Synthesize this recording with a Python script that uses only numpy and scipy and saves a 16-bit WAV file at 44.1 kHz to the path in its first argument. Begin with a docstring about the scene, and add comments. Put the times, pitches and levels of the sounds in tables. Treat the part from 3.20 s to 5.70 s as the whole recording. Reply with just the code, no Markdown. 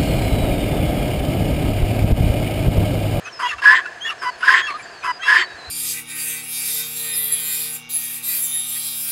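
"""Birds call across a paddock. Over a steady outdoor hush, thin falling whistles and squeaks come first.
Then one bird gives a short nasal honk and a long harsh screech, in which two voices of its syrinx (its
voice box) beat against each other and break into rasp. This pair comes twice more, with squeaks, yelps and
faint blips in between, and the trees return a faint echo. Small birds' whistles are the last calls heard."""
import sys
import numpy as np
from scipy import signal
from scipy.fft import rfft, irfft
from scipy.io import wavfile

SR = 44100
rng = np.random.default_rng(int(sys.argv[2]) if len(sys.argv) > 2 else 0)


def waveform_to_disk(signal):
    """Save audio, clipped to [-1, 1], as 16-bit WAV at the path in sys.argv[1]."""
    frames = np.transpose(np.atleast_2d(signal))
    scaled = np.clip(frames, -1, 1) * 32767
    samples = np.round(scaled).astype(np.int16)
    wavfile.write(sys.argv[1], SR, samples)


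N = 110250
T = np.arange(N) / SR

# A colour says how strong the low and high parts of a sound are. Levels are relative; 0 dB is no change.
# colours of the outdoor hush and of the echo (frequency [Hz], level [dB])
HUSH_COLOUR = [(15, -56), (25, -28), (101, -13), (215, -18), (457, -8.5), (582, -10.5), (702, -1),
               (825, -11.5), (996, -8.5), (1380, -10.5), (1660, -3.5), (2120, -16), (2550, -12.5),
               (3530, -21.5), (3930, -20.5), (4490, -20), (5720, -20.5), (7490, -26), (10100, -36.5),
               (11200, -44), (15500, -51.5)]
TREE_COLOUR = [(200, 16.5), (1000, -6), (1750, -4), (3000, -10.5), (6000, -3.5), (12000, -31)]
# soft bumps of air on the microphone (start [s], length [s], level [dB])
AIR_BUMPS = [(.32, .09, -48.5), (2.33, .05, -47), (2.465, .06, -40)]
# narrow dips of the microphone (frequency [Hz], narrowness [Q])
MIC_DIPS = [(5720, 10), (6900, 83)]

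# short sounds (start [s], length [s], first pitch [Hz], last pitch [Hz], level [dB], roughness [0-1])
FAINT_BLIPS = [(2.1, 0.023, 720, 710, -41, 0.7), (0.87, 0.039, 2100, 657, -41, 0.46),
               (1.5, 0.02, 560, 520, -36, 0.57), (1.65, 0.026, 2300, 1400, -39, .6)]  # two stay low, near 550 and 700 Hz; two slide down from higher up
WHISTLE_NOTES = [(.028, 0.11, 7100, 5510, -43.5, .03), (.115, 0.078, 5400, 5140, -39.5, .02),
                 (.268, 0.059, 7600, 6600, -45, .05), (.972, 0.14, 5780, 4660, -40.5, 0.017),
                 (1.07, 0.098, 4730, 4400, -48, 0.037), (1.178, 0.053, 10200, 10000, -54.5, .03),
                 (1.565, 0.066, 9800, 9730, -56, .01), (1.43, .14, 4750, 4160, -44, 0.31),
                 (1.615, 0.044, 8000, 6900, -48.5, 0.46), (1.61, 0.1, 4850, 4540, -48.5, 0.28),
                 (1.695, 0.13, 5230, 4280, -48.5, .12), (1.78, 0.08, 6300, 5850, -51.5, 0.056),
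                 (1.85, 0.1386, 5100, 4850, -41.5, 0.1), (2.13, .135, 4810, 4460, -35, 0.121),
                 (2.24, .12, 4060, 3820, -47, 0.11), (2.36, 0.13, 4250, 3950, -44.5, 0.084),
                 (2.44, 0.063, 3990, 4140, -40.5, 0.17)]
YELP_NOTES = [(.055, 0.04, 1257, 1473, -33, 0.74), (.305, 0.051, 1293, 1160, -30, 0.24),
              (.305, 0.043, 1900, 1740, -26, 0.59), (.38, 0.022, 1396, 1285, -34, 0.67),
              (.654, 0.017, 1557, 1454, -26, 0.5), (.845, 0.049, 1800, 1792, -25, 0.28),
              (.894, 0.043, 1442, 1133, -29.5, .3), (.9, 0.039, 1910, 1800, -33, 0.97),
              (1.42, 0.063, 1780, 1724, -25.5, 0.32), (1.478, 0.06, 1300, 1119, -26, .45),
              (1.533, 0.045, 1106, 1275, -28.5, 0.22), (1.592, 0.03, 2350, 2350, -37.5, .3),
              (1.99, 0.042, 1474, 1636, -34, .25), (2.017, 0.038, 1850, 2020, -31.5, .5),
              (2.025, 0.026, 1410, 1230, -33, 0.59)]
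SQUEAK_NOTES = [(.044, 0.051, 2400, 2600, -35, 0.14), (.09, 0.018, 3150, 3060, -42, 0.1),
                (.21, 0.091, 2950, 3330, -32.5, 0.15), (.245, 0.059, 2600, 2890, -28, .15),
                (.283, 0.043, 3000, 2660, -24, 0.2), (.375, 0.037, 2700, 2710, -34.5, .3),
                (.436, 0.014, 2750, 2900, -39, 0.2), (.635, 0.053, 2480, 2700, -40, 0),
                (.8, 0.09, 2930, 3395, -28.5, 0), (.855, 0.063, 2700, 2920, -28.5, .15),
                (.884, 0.033, 2950, 2684, -24, 0.02), (1.2, 0.086, 2550, 2710, -41, 0.3),
                (1.223, .016, 2800, 2840, -32, .2), (1.4, 0.083, 3170, 3315, -31.5, 0.02),
                (1.463, 0.04, 2800, 2640, -27, .2), (1.498, 0.019, 2350, 2190, -28.5, .3),
                (1.82, 0.054, 2350, 2628, -34, 0.24), (2.003, 0.086, 3050, 3325, -32.5, 0),
                (2.022, 0.068, 2580, 2730, -27.5, .15), (2.025, .045, 3800, 3900, -37.5, .12)]
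# harmonics of each sound: its tones at 1, 2, 3... times the pitch (level [dB])
BLIP_TONES = [0, -17]
WHISTLE_TONES = [0, -42]
YELP_TONES = [-0.5, -24, -26.5, -27]
SQUEAK_TONES = [-0.5, -17, -34, -34]
HONK_TONES = [1, -6, -15, -29, -25, -30, -35.5, -40]
UPPER_VOICE_TONES = [0, -46, -36]
# colours of the hiss in rough sounds and of the beak that shapes near voices (frequency [Hz], level [dB])
HISS_COLOUR = [(500, -35), (1100, 7.5), (2400, 5.5), (4200, -3), (6000, -11), (11000, -23), (14000, -44)]
BEAK_COLOUR = [(300, -7), (780, -16), (960, 0.5), (4400, -0.5), (5200, -0.5), (6000, 3.5), (8000, -2),
               (10500, 2.5), (12000, 0), (13500, -19), (16000, -40)]

# honks (start [s], turns clear [s], end [s], pitch [Hz], level [dB], wave repeats after [cycles])
HONK_CALLS = [(0.185, 0.23, 0.28, 977.6, -21.5, 2), (1.01, 1.052, 1.107, 993, -23, 2),
              (1.829, 1.878, 1.924, 986, -22, 3)]
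# colours of the rasp in a honk, and early and late in a screech (frequency [Hz], level [dB])
HONK_RASP_COLOUR = [(200, -29), (350, -13), (820, -28), (1030, 6), (1300, -0.5), (1600, 4), (2000, -19),
                    (2600, -9.5), (4200, -30.5), (5050, -8), (5700, -26.5), (7000, -26), (11000, -30.5),
                    (12300, -40), (14000, -60)]
EARLY_RASP_COLOUR = [(200, -31), (370, -13.5), (820, -15), (1000, 12), (1300, 2.5), (1700, 12), (2300, 0.5),
                     (3100, 0), (4300, -11), (5050, 1.5), (5800, -13.5), (11500, -23.5), (13200, -40),
                     (16000, -56)]
LATE_RASP_COLOUR = [(200, -41), (370, -6.5), (520, -29), (850, -10), (1100, -15), (1400, -1.5),
                    (1850, 10.5), (2300, -2), (3200, -1), (4300, -11.5), (5200, -11.5), (5800, -19),
                    (7800, -16.5), (9800, -44), (14500, -38), (15300, -65)]
# one curve a screech (time [s], upper voice [dB], upper pitch [Hz], lower voice [dB], rasp [dB])
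SCREECH_CURVES = [
    [(0.415, -33, 1640, -53, -43), (0.419, -44, 1650, -50, -35), (0.429, -22, 1649, -43, -39),
     (0.441, -29, 1670, -18, -30), (0.459, -7.5, 1670, -21.5, -30), (0.501, -8, 1710, -19.5, -27),
     (0.519, -12, 1730, -17, -25.5), (0.545, -13, 1760, -13, -29.5), (0.569, -20, 1780, -42, -28),
     (0.593, -20, 1770, -22.5, -37), (0.62, -52, 1740, -40, -46)],
    [(1.205, -39, 1472, -45, -33), (1.221, -45, 1455, -31, -51), (1.233, -17.5, 1470, -49, -40),
     (1.257, -27, 1629, -31, -30), (1.267, -33, 1650, -21.5, -32.5), (1.285, -6, 1640, -20.5, -27.5),
     (1.325, -23.5, 1710, -15.5, -24), (1.345, -11, 1770, -17, -25), (1.403, -27, 1770, -30, -28),
     (1.43, -19, 1740, -23, -43)],
    [(2.05, -49, 1597, -44, -41), (2.082, -15, 1654, -49, -29.5), (2.096, -14, 1670, -27, -27),
     (2.132, -9, 1716, -14, -27.5), (2.142, -20.5, 1720, -18, -25.5), (2.158, -11, 1760, -28, -24.5),
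     (2.19, -16.5, 1804, -22.5, -25), (2.206, -36, 1827, -41, -25.5), (2.228, -20.5, 1850, -21, -32),
     (2.248, -34.5, 1820, -37, -45), (2.26, -34, 1810, -48, -43)],
]
# how rough each screech starts (roughness [0-1])
START_ROUGHNESS = [0.26, 0.39, 0.368]
# tones the two voices make together (upper pitch [times], lower pitch [times], level vs lower voice [dB])
BEAT_TONES = [(1, -1, -13), (1, 1, -17.5)]


def gain(db):
    """Turn decibels into a number to multiply by."""
    return 10 ** (np.asarray(db) / 20)


def colour(sound, points):
    """Turn the low and high parts of a sound up or down along (frequency [Hz], level [dB]) points."""
    hz, db = np.array(points, float).T
    frequencies = np.arange(N + 1) * SR / (2 * N) + 1
    curve_db = np.interp(np.log(frequencies), np.log(hz), db)
    return irfft(rfft(sound, 2 * N) * gain(curve_db))[:N]


def noise(points):
    """Noise of a given colour, with a typical size of 1."""
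    hiss = colour(rng.standard_normal(N), points)
    return hiss / hiss.std()


def flutter(hz):
    """A random wiggle up to about the given rate, with a typical size of 1."""
    wiggle = signal.sosfilt(signal.butter(2, hz, fs=SR, output="sos"), rng.standard_normal(N))
    return wiggle / wiggle.std()


def fade(start, end, rise_s, fall_s):
    """Fade in smoothly, hold, then fade out."""
    ramp = np.minimum((T - start) / rise_s, (end - T) / fall_s)
    return np.sin(np.pi / 2 * np.clip(ramp, 0, 1)) ** 2


def vibration(hz, rough):
    """Phase (place in the cycle) and strength of a vibration; roughness shakes both."""
    shaky_hz = hz * (1 + rough * 0.05906 * flutter(hz=221.6))
    phase = 2 * np.pi * np.cumsum(shaky_hz) / SR
    strength = np.tanh(1 + rough * 1.06 * flutter(hz=154)) / np.tanh(1)
    return phase, strength


def tone(phase, harmonics_db):
    """Add up sine waves at 1, 2, 3... 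times the pitch."""
    return np.sqrt(2) * sum(gain(db) * np.sin((k + 1) * phase) for k, db in enumerate(harmonics_db))


def hush(level_db=-40, bump_hz=71):
    """Distant outdoor noise wavers a little, and air bumps softly on the microphone."""
    air = noise(HUSH_COLOUR) * gain(level_db + 0.58 * flutter(hz=2.3))
    bumps = sum(gain(db) * fade(start, start + length, length / 2, length / 2)
                for start, length, db in AIR_BUMPS)
    rumble = noise([(bump_hz / 2, -30), (bump_hz, 0), (bump_hz * 2, -25), (600, -75)])
    return air + bumps * rumble


def echo(sound, level_db=-21, die_away_s=1.07, delay_s=0.03):
    """Trees and a bank scatter the sound back as many faint reflections."""
    tail = noise(TREE_COLOUR) * gain(-60 * T / die_away_s) * np.clip(T / delay_s - 1, 0, 1)
    return gain(level_db) * signal.fftconvolve(sound, tail / np.linalg.norm(tail))[:N]


def short_sounds(table, harmonics_db, swell, hiss_db, wobble, bend):
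    """Each sound swells over a share of its length, wavers and glides in pitch; rough ones carry hiss."""
    total = np.zeros(N)
    hiss = noise(HISS_COLOUR) * gain(hiss_db)
    pitch_waver = 1 + wobble * .007 * flutter(hz=46.5)
    level_waver = gain(wobble * 1.04 * flutter(hz=46.5))
    for start, length, first_hz, last_hz, db, rough in table:
        progress = np.clip((T - start) / length, 0, 1)
        glide = np.expm1(-bend * progress) / np.expm1(-bend)  # quick at first, then slower
        phase, strength = vibration((first_hz + (last_hz - first_hz) * glide) * pitch_waver, rough)
        shape = fade(start, start + length, rise_s=swell * length, fall_s=min(.011, length / 2))
        total += gain(db) * shape * (strength * tone(phase, harmonics_db) + rough * hiss)
    return total * level_waver


def honk(start, clears, end, hz, db, cycles):
    """A rasp locks into a clear nasal tone, with faint extra tones between its first two harmonics."""
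    clear = .5 + .5 * np.tanh((T - clears) / 0.0065)  # rises from 0 to 1
    harsh = 1 - clear
    pitch = hz * (1 + .04 * harsh + .007 * flutter(hz=46.5))
    phase, strength = vibration(pitch, rough=0.093 + 0.697 * harsh)
    extra = sum(np.sin((1 + k / cycles) * phase) for k in range(1, cycles))
    extra *= np.sqrt(2) * gain(-12.5) * (1 + 0.13 * flutter(hz=100))
    voice = strength * (tone(phase, HONK_TONES) * (clear + .3 * harsh) + extra)
    rasp = noise(HONK_RASP_COLOUR) * gain(-2.5) * (harsh + 0.59 * clear)
    return gain(db) * (colour(voice, BEAK_COLOUR) + rasp) * fade(start, end, rise_s=0.019, fall_s=0.012)


def screech(curve, start_rough, end_rough=0.74, rise_hz=43.7, lower_hz=1024):
    """Two thin skins in the voice box vibrate, strain upward and grow rougher; the rasp darkens late."""
    times, *columns = np.array(curve).T
    upper_db, upper_hz, lower_db, rasp_db = (np.interp(T, times, column) for column in columns)
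    progress = np.clip((T - times[0]) / (times[-1] - times[0]), 0, 1)
    late = .5 + .5 * np.tanh((progress - 0.582) / 0.18)  # turns from 0 to 1 just past the middle
    early = 1 - late
    rough = start_rough * early + end_rough * late
    upper_phase, upper_strength = vibration(upper_hz + rise_hz * late, rough)
    lower_phase, lower_strength = vibration(lower_hz * (1 + 0.044 * late), 0.28 * (1 + 1.64 * late))
    # a fast throb splits the upper voice into side tones and hums at twice its own rate
    throb_phase, _ = vibration(hz=188.2, rough=1.45)
    throb = (start_rough * early + 0.82 * late) * np.sin(throb_phase)
    hum = gain(rasp_db - 19) * np.sqrt(2 * progress) * np.sin(2 * throb_phase)
    upper = tone(upper_phase + throb, UPPER_VOICE_TONES)
    upper *= gain(upper_db + 2.5) * upper_strength * (1 + 0.37 * throb)
    beats = sum(gain(db) * np.sin(up * upper_phase + low * lower_phase) for up, low, db in BEAT_TONES)
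    lower = gain(lower_db - 2.5) * lower_strength * np.sqrt(2) * (np.sin(lower_phase) + beats)
    # a shrill tone joins late in the call
    shrill_phase, shrill_strength = vibration(hz=3146, rough=0.2475)
    shrill = gain(rasp_db + 1.5) * late * shrill_strength * np.sin(shrill_phase)
    rasp = gain(rasp_db + 9) * (early * noise(EARLY_RASP_COLOUR) + late * noise(LATE_RASP_COLOUR))
    shape = fade(times[0], times[-1], rise_s=0.0056, fall_s=0.017)
    return colour((upper + lower + shrill) * shape, BEAK_COLOUR) + (rasp + hum) * shape


def scene():
    """Mix the birds, the faint blips, their echo and the hush into one channel."""
    screeches = sum(screech(curve, rough) for curve, rough in zip(SCREECH_CURVES, START_ROUGHNESS))
    honks = sum(honk(*call) for call in HONK_CALLS)
    squeaks = short_sounds(SQUEAK_NOTES, SQUEAK_TONES, swell=0.27, hiss_db=5.5, wobble=0.37, bend=3.41)
    yelps = short_sounds(YELP_NOTES, YELP_TONES, swell=0.19, hiss_db=-4, wobble=1.12, bend=2.3)
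    near = screeches + honks + colour(squeaks + yelps, BEAK_COLOUR)
    whistles = short_sounds(WHISTLE_NOTES, WHISTLE_TONES, swell=0.28, hiss_db=-9, wobble=0.79, bend=2.1)
    blips = short_sounds(FAINT_BLIPS, BLIP_TONES, swell=0.31, hiss_db=-15, wobble=1.73, bend=1.77)
    faint = whistles + blips
    reflections = echo(near + gain(11.5) * faint)  # extra echo makes these sound farther off
    return (near + faint + reflections + hush())[None]


def record(dry, ceiling=1.02, top_hz=15640):
    """The microphone has two narrow dips, softly flattens the loudest peaks and cuts the highest treble."""
    for hz, narrowness in MIC_DIPS:
        dry = signal.lfilter(*signal.iirnotch(hz, narrowness, fs=SR), dry)
    flattened = dry / (1 + (dry / ceiling) ** 8) ** (1 / 8)
    return signal.sosfilt(signal.ellip(8, .2, 70, top_hz, fs=SR, output="sos"), flattened)


dry = scene()
out = record(dry)
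waveform_to_disk(out)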